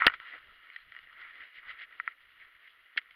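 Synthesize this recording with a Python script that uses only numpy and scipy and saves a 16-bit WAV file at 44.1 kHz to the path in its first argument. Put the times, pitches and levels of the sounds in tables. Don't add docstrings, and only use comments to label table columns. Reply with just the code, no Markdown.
import sys
import numpy as np
from scipy import signal
from scipy.fft import rfft, irfft
from scipy.io import wavfile
from scipy.ndimage import uniform_filter1d, minimum_filter1d

SR = 44100
rng = np.random.default_rng(int(sys.argv[2]) if len(sys.argv) > 2 else 0)


def wrap_up_sound(samples):
    columns = np.atleast_2d(samples).T
    tamed = np.clip(columns, -1, 1)
    steps = np.round(tamed * 32767).astype(np.int16)
    wavfile.write(sys.argv[1], SR, steps)


N = 138915

# pitch_hz, level_db, t60_s
BODY_MODES = [(426, 5, 0.0064), (540, 0, 0.0089), (667, 3, 0.019)]
LOW_MODES = [(982, -10.5, 0.021), (1352.5, 14, 0.03), (1460, 12, 0.018)]
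MID_MODES = [(1908, 0, 0.024), (2018, 0, 0.022), (2154, -3, 0.014)]
HIGH_MODES = [(2640, -1.5, 0.01), (2880, -5.5, .04), (3160, 2.5, 0.0086), (3890, -15, 0.0084),
              (4720, -17, 0.00712)]
# bottom_hz, top_hz
FAMILY_BANDS_HZ = [(1420, 2513), (970, 2000), (2580, 5200), (250, 1010)]
# start_s, mid_peak_db, lean_db (added to top mid mode re bottom one),
# low_re_mid_db, high_re_mid_db, body_re_mid_db, chatter_s
KNOCKS = [(0.0196, -14.5, -28, 1, -38, -25.5, 0.0012), (0.0312, -22.5, -19, -3, -28, -36, 0.0018),
          (0.045, -23.5, 3, -2, -12, -32, 0.0097), (0.0562, -41.5, -13, -3, -7, 6, 0.0087),
          (0.0663, -16, 14, -2.5, 11, -1.5, 0.0038), (0.0685, -4, -22.5, -3.5, -12, -19, 0.0028),
          (0.0779, -17.5, -14, 2, -9.5, -29, 0.002), (0.0791, -9.5, -26, -16, -25, -37, 0.0017),
          (0.098, -31.5, 0, 7.5, -8.5, -33, 0.00135), (0.1027, -33, 12.5, 1, -17, -26, 0.001),
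          (0.119, -43.5, -5, 4, -10, -28, 0.0035), (0.138, -31, 10, -0.5, -8, -34, 0.007),
          (0.2001, -34.5, 3, -6, -11, -25, 0.0017), (0.378, -40.5, -11, -9, -20, -37, 0.0014),
          (0.7007, -39.5, 23, -14, -10, -37.5, 0.0011), (0.7615, -31, 7, -18, -11, -40.5, 0.0042),
          (0.7871, -45.5, 23, -10, -12, -32.5, 0.0017), (0.9207, -38, -1, -9, -9.5, -33, 0.0012),
          (0.9494, -41, 16, -8, -11, -46, 0.0017), (0.964, -35.5, -14, -10, -12.5, -44, 0.0015),
          (0.989, -37.5, -8, -13, -8.5, -36, 0.0015), (1.128, -50.5, -14.5, -0.5, -2, -25, 0.0014),
          (1.2131, -43, -16, -2, -4, -28, 0.0048), (1.2501, -42, -16, -9.5, -11.5, -23, 0.0017),
          (1.5844, -40.5, -3, -14, -22.5, -27, 0.005), (1.6932, -37, 7, -39, -12, -25, 0.012),
          (1.7056, -36.5, -25, -11.5, -10, -37, 0.0055), (1.8135, -42.5, -4.5, -23.5, -18, -24, 0.0012),
          (1.8251, -39, 1.5, -17.5, -14, -28.5, 0.0022), (1.999, -19.5, -7.5, -4.5, -37, -43, 0.00031),
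          (2.0765, -16.5, 3, -5.5, -32.5, -45.5, 0.00031), (2.9624, -48, 12, 2, -5.5, -4.5, 0.00097),
          (2.9701, -36.5, 15.5, -14.5, -4, -27.5, 0.004), (2.974, -22, 6.5, -15.5, -4, -44.5, 0.0054),
          (2.9767, -14, 5, -14.5, -5.5, -52, 0.002), (2.9809, -26, 7, -13.5, -4, -42, 0.0031),
          (2.986, -25, 5.5, -19.5, -12.5, -31.5, 0.0053), (3.0151, -45, 16, -12.5, -16.5, -35, 0.0015),
          (3.109, -46, 14, -21, -2.5, -30, 0.0012)]
# time_s, mid_level_db, low_re_mid_db, high_re_mid_db, body_re_mid_db
RUSTLE = [(0.0, -28, -6, -16.5, -33.5), (0.046, -39.5, 12, -12.5, -31), (0.074, -40.5, -3, -13, -23),
          (0.114, -51, -4.5, -9, -21), (0.142, -48.5, -4, -4, -18.5), (0.174, -59, -9, -9, -21),
          (0.231, -56, 2.5, -3, -22), (0.325, -49, -11, -9, -18.5), (0.347, -44.5, -9, -11.5, -17),
          (0.397, -58.5, -1, -7.5, -19), (0.539, -59, -8, -4.5, -16), (0.593, -64.5, -2, -2, -16.5),
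          (0.643, -58, -3, -5, -21), (0.77, -58, -5, -7, -30.5), (0.854, -63, -5, -5, -18.5),
          (0.966, -56.5, -7.5, -8, -23), (1.068, -58, -12, -7, -21.5), (1.109, -64, 0, -4.5, -19),
          (1.199, -52.5, -8, -6.5, -22), (1.257, -51, -6.5, -14.5, -30), (1.341, -57, -8.5, -5, -20.5),
          (1.423, -48, -11, -9.5, -22), (1.515, -60.5, -8.5, -7, -22), (1.58, -49, -18, -7, -27),
          (1.63, -57, -4.5, -9.5, -23), (1.704, -46.5, -7, -4, -25), (1.76, -56.5, -10.5, -8, -20),
          (1.818, -42, -15.5, -8, -29.5), (1.836, -43.5, -26, -9, -34.5), (1.86, -63.5, -3, -5, -17.5),
          (1.88, -60.5, -8, -6, -21.5), (1.924, -56.5, -5.5, -9, -23), (2.031, -61, -9.5, -4, -16),
          (2.081, -54, -11, -9, -21), (2.163, -64.5, -6.5, -4, -20), (2.343, -62, -6.5, -6.5, -21),
          (2.411, -57, -9.5, -9.5, -22.5), (2.48, -61.5, -8, -7, -21.5), (2.616, -62.5, -8, -6, -22.5),
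          (2.666, -57, -14, -6.5, -23.5), (2.734, -66.5, -5, -0.5, -21), (2.804, -62.5, -8, -4, -19.5),
          (2.935, -64, -5.5, -5.5, -22.5), (2.957, -60.5, -9, -5, -23.5), (2.983, -60, -2, -9, -30),
          (3.017, -61, -8.5, -8, -22), (3.149, -64, -4.5, -4, -21)]
SQUEAK_STARTS_S = [.731, .745, .781, .803, .817]
# time_s, level_db
RUMBLE_LEVELS = [(0.0, -62), (0.03, -84), (0.06, -54), (0.07, -45), (0.11, -71.5), (0.28, -86),
                 (0.42, -73.5), (0.84, -82), (1.35, -79), (1.41, -70), (1.53, -89), (1.58, -69.5),
                 (1.63, -90), (1.68, -67.5), (1.77, -79), (1.83, -82.5), (2.46, -84), (2.52, -97),
                 (2.56, -70), (2.59, -92.5), (2.95, -90.5), (3.15, -92.5)]
# (per Hz, relative)
HISS_SPECTRUM = [(100, -7.5), (400, -9.5), (1000, -8.5), (5000, -5.5), (6500, -10.5), (8000, -24.5),
                 (9300, -1.5), (11000, 2), (13500, 2), (15000, -6.5)]

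HOUSING_CUT_HZ = 4790
HIGH_LEAN_SHARE = 0.7
CHATTER_GAIN, FAMILY_SCATTER_DB = 0.07, 0.7
THUMP_DB, THUMP_HZ, THUMP_T60_S, THUMP_POWER = -3.5, 103, 0.0091, 1.455
CRACK_DB, CRACK_POWER, CRACK_HIGHPASS_HZ, CRACK_LOWPASS_HZ = -22.5, 1.5, 9300, 11250
LEAK_DB, LEAK_BAND_HZ = -9, (4800, 7000)
RUSTLE_DAMPING, RUSTLE_CUT_HZ = 1.5, 4200
GRAINS_PER_S, GRAIN_SPREAD_DB = 7000, 1.5
SHARED_FLICKER_DB, OWN_FLICKER_DB, FLICKER_PER_S = 0.5, 1.5, 70
SQUEAK_BAND_HZ, SQUEAK_S, SQUEAK_DB = (4020, 4300), 0.009, -67
RUMBLE_HZ, RUMBLE_FLICKER_DB, RUMBLE_FLICKER_PER_S = 38.07, 5, 13
HISS_DB = -84.5
LIMIT_DB, LIMIT_S = -3.3, 0.0011
TOP_HZ = 15750


def undb(db):
    return 10 ** (np.asarray(db) / 20)


def unit(x):
    return x / np.sqrt(np.mean(x ** 2))


def peak_unit(x):
    return x / np.abs(x).max()


def filt(x, hz, kind, order):
    return signal.sosfilt(signal.butter(order, hz, kind, fs=SR, output="sos"), x)


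def walk(rate_per_s):
    hold = int(SR / rate_per_s)
    steps = np.repeat(rng.standard_normal(N // hold + 1), hold)
    return unit(uniform_filter1d(steps, hold)[:N])


def curve(table, column):
    rows = np.array(table)
    return np.interp(np.arange(N) / SR, rows[:, 0], rows[:, column])


def ring(modes, damping=1):
    t_s = np.arange(SR // 16) / SR
    response = 0
    for hz, db, t60_s in modes:
        decay = np.exp(-np.log(1000) * damping * t_s / t60_s)
        response = response + undb(db) * np.sin(2 * np.pi * hz * t_s) * decay
    return response


def housing_families(damping=1, lean_db=0):
    mid_lean = (-0.5, 0, 0.5)
    high_lean = HIGH_LEAN_SHARE * np.array((0, -0.91, 0.5, 0, 0))
    mid = [(hz, db + k * lean_db, t60_s) for k, (hz, db, t60_s) in zip(mid_lean, MID_MODES)]
    high = [(hz, db + k * lean_db, t60_s) for k, (hz, db, t60_s) in zip(high_lean, HIGH_MODES)]
    families = (mid, LOW_MODES, high, BODY_MODES)
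    return [filt(ring(modes, damping), band_hz, "band", order=3)
            for modes, band_hz in zip(families, FAMILY_BANDS_HZ)]


def knocks():
    thump = -ring([(THUMP_HZ, 0, THUMP_T60_S)])
    t_s = np.arange(SR // 40) / SR
    ringing, crack = np.zeros(N + SR), np.zeros(N + SR)
    for start_s, mid_db, lean_db, low_db, high_db, body_db, chatter_s in KNOCKS:
        start = int(start_s * SR)
        scatter_db = FAMILY_SCATTER_DB * rng.standard_normal(5)
        hold = 1 / (1 + (t_s / max(chatter_s, 1 / SR)) ** 4)
        chatter = rng.standard_normal(len(t_s)) * hold
        push = CHATTER_GAIN * chatter
        push[0] = 1
        thump_db = THUMP_DB + THUMP_POWER * (mid_db + body_db)
        levels_db = np.array([mid_db, mid_db + low_db, mid_db + high_db, mid_db + body_db, thump_db])
        gains = undb(levels_db + scatter_db)
        responses = housing_families(lean_db=lean_db) + [thump]
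        sound = sum(gain * peak_unit(signal.fftconvolve(push, response))
                    for gain, response in zip(gains, responses))
        ringing[start:start + len(sound)] += sound
        crack[start:start + len(t_s)] += chatter * undb(CRACK_DB + CRACK_POWER * (mid_db + high_db))
    return ringing[:N], crack[:N]


def rustle():
    out = 0
    shared_flicker = SHARED_FLICKER_DB * walk(FLICKER_PER_S)
    hit = rng.random(N) < GRAINS_PER_S / SR
    size = hit * undb(GRAIN_SPREAD_DB * rng.exponential(size=N))
    for family, response in enumerate(housing_families(RUSTLE_DAMPING)):
        grains = signal.fftconvolve(size * rng.standard_normal(N), response)[:N]
        level_db = curve(RUSTLE, 1) + shared_flicker
        if family > 0:
            level_db = level_db + curve(RUSTLE, family + 1)
        level_db = level_db + OWN_FLICKER_DB * walk(FLICKER_PER_S / 2)
        out = out + undb(level_db) * unit(grains)
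    return filt(out, RUSTLE_CUT_HZ, "low", order=3)


def squeaks():
    t_s = np.arange(N) / SR
    shape = sum(np.exp(-(2 * (t_s - start_s) / SQUEAK_S - 1) ** 2) for start_s in SQUEAK_STARTS_S)
    whistle = unit(filt(rng.standard_normal(N), SQUEAK_BAND_HZ, "band", order=2))
    return shape * undb(SQUEAK_DB) * whistle


def rumble():
    noise = filt(rng.standard_normal(N), RUMBLE_HZ, "low", order=1)
    noise = unit(filt(noise, 7.8, "high", order=2))
    level_db = curve(RUMBLE_LEVELS, 1) + RUMBLE_FLICKER_DB * walk(RUMBLE_FLICKER_PER_S)
    return filt(noise, 130, "low", order=1) * undb(level_db)


def hiss():
    hz, density_db = np.array(HISS_SPECTRUM).T
    bins_hz = np.arange(N // 2 + 1) * SR / N + 1
    shape = undb(np.interp(np.log(bins_hz), np.log(hz), density_db))
    return undb(HISS_DB) * unit(irfft(rfft(rng.standard_normal(N)) * shape, N))


def scene():
    ringing, crack = knocks()
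    inside = filt(ringing + rustle() + squeaks(), HOUSING_CUT_HZ, "low", order=6)
    leak = undb(LEAK_DB) * filt(crack, LEAK_BAND_HZ, "band", order=4)
    bright = filt(crack, CRACK_HIGHPASS_HZ, "high", order=10)
    bright = filt(bright, CRACK_LOWPASS_HZ, "low", order=1)
    return (inside + leak + bright + rumble() + hiss())[None]


def record(dry):
    span = int(LIMIT_S * SR)
    peaks = -minimum_filter1d(-np.abs(dry), 2 * span)
    envelope = uniform_filter1d(peaks, span)
    held = dry * np.minimum(1, undb(LIMIT_DB) / envelope)
    return signal.sosfilt(signal.ellip(8, 0.2, 70, TOP_HZ, fs=SR, output="sos"), held)


dry = scene()
out = record(dry)
wrap_up_sound(out)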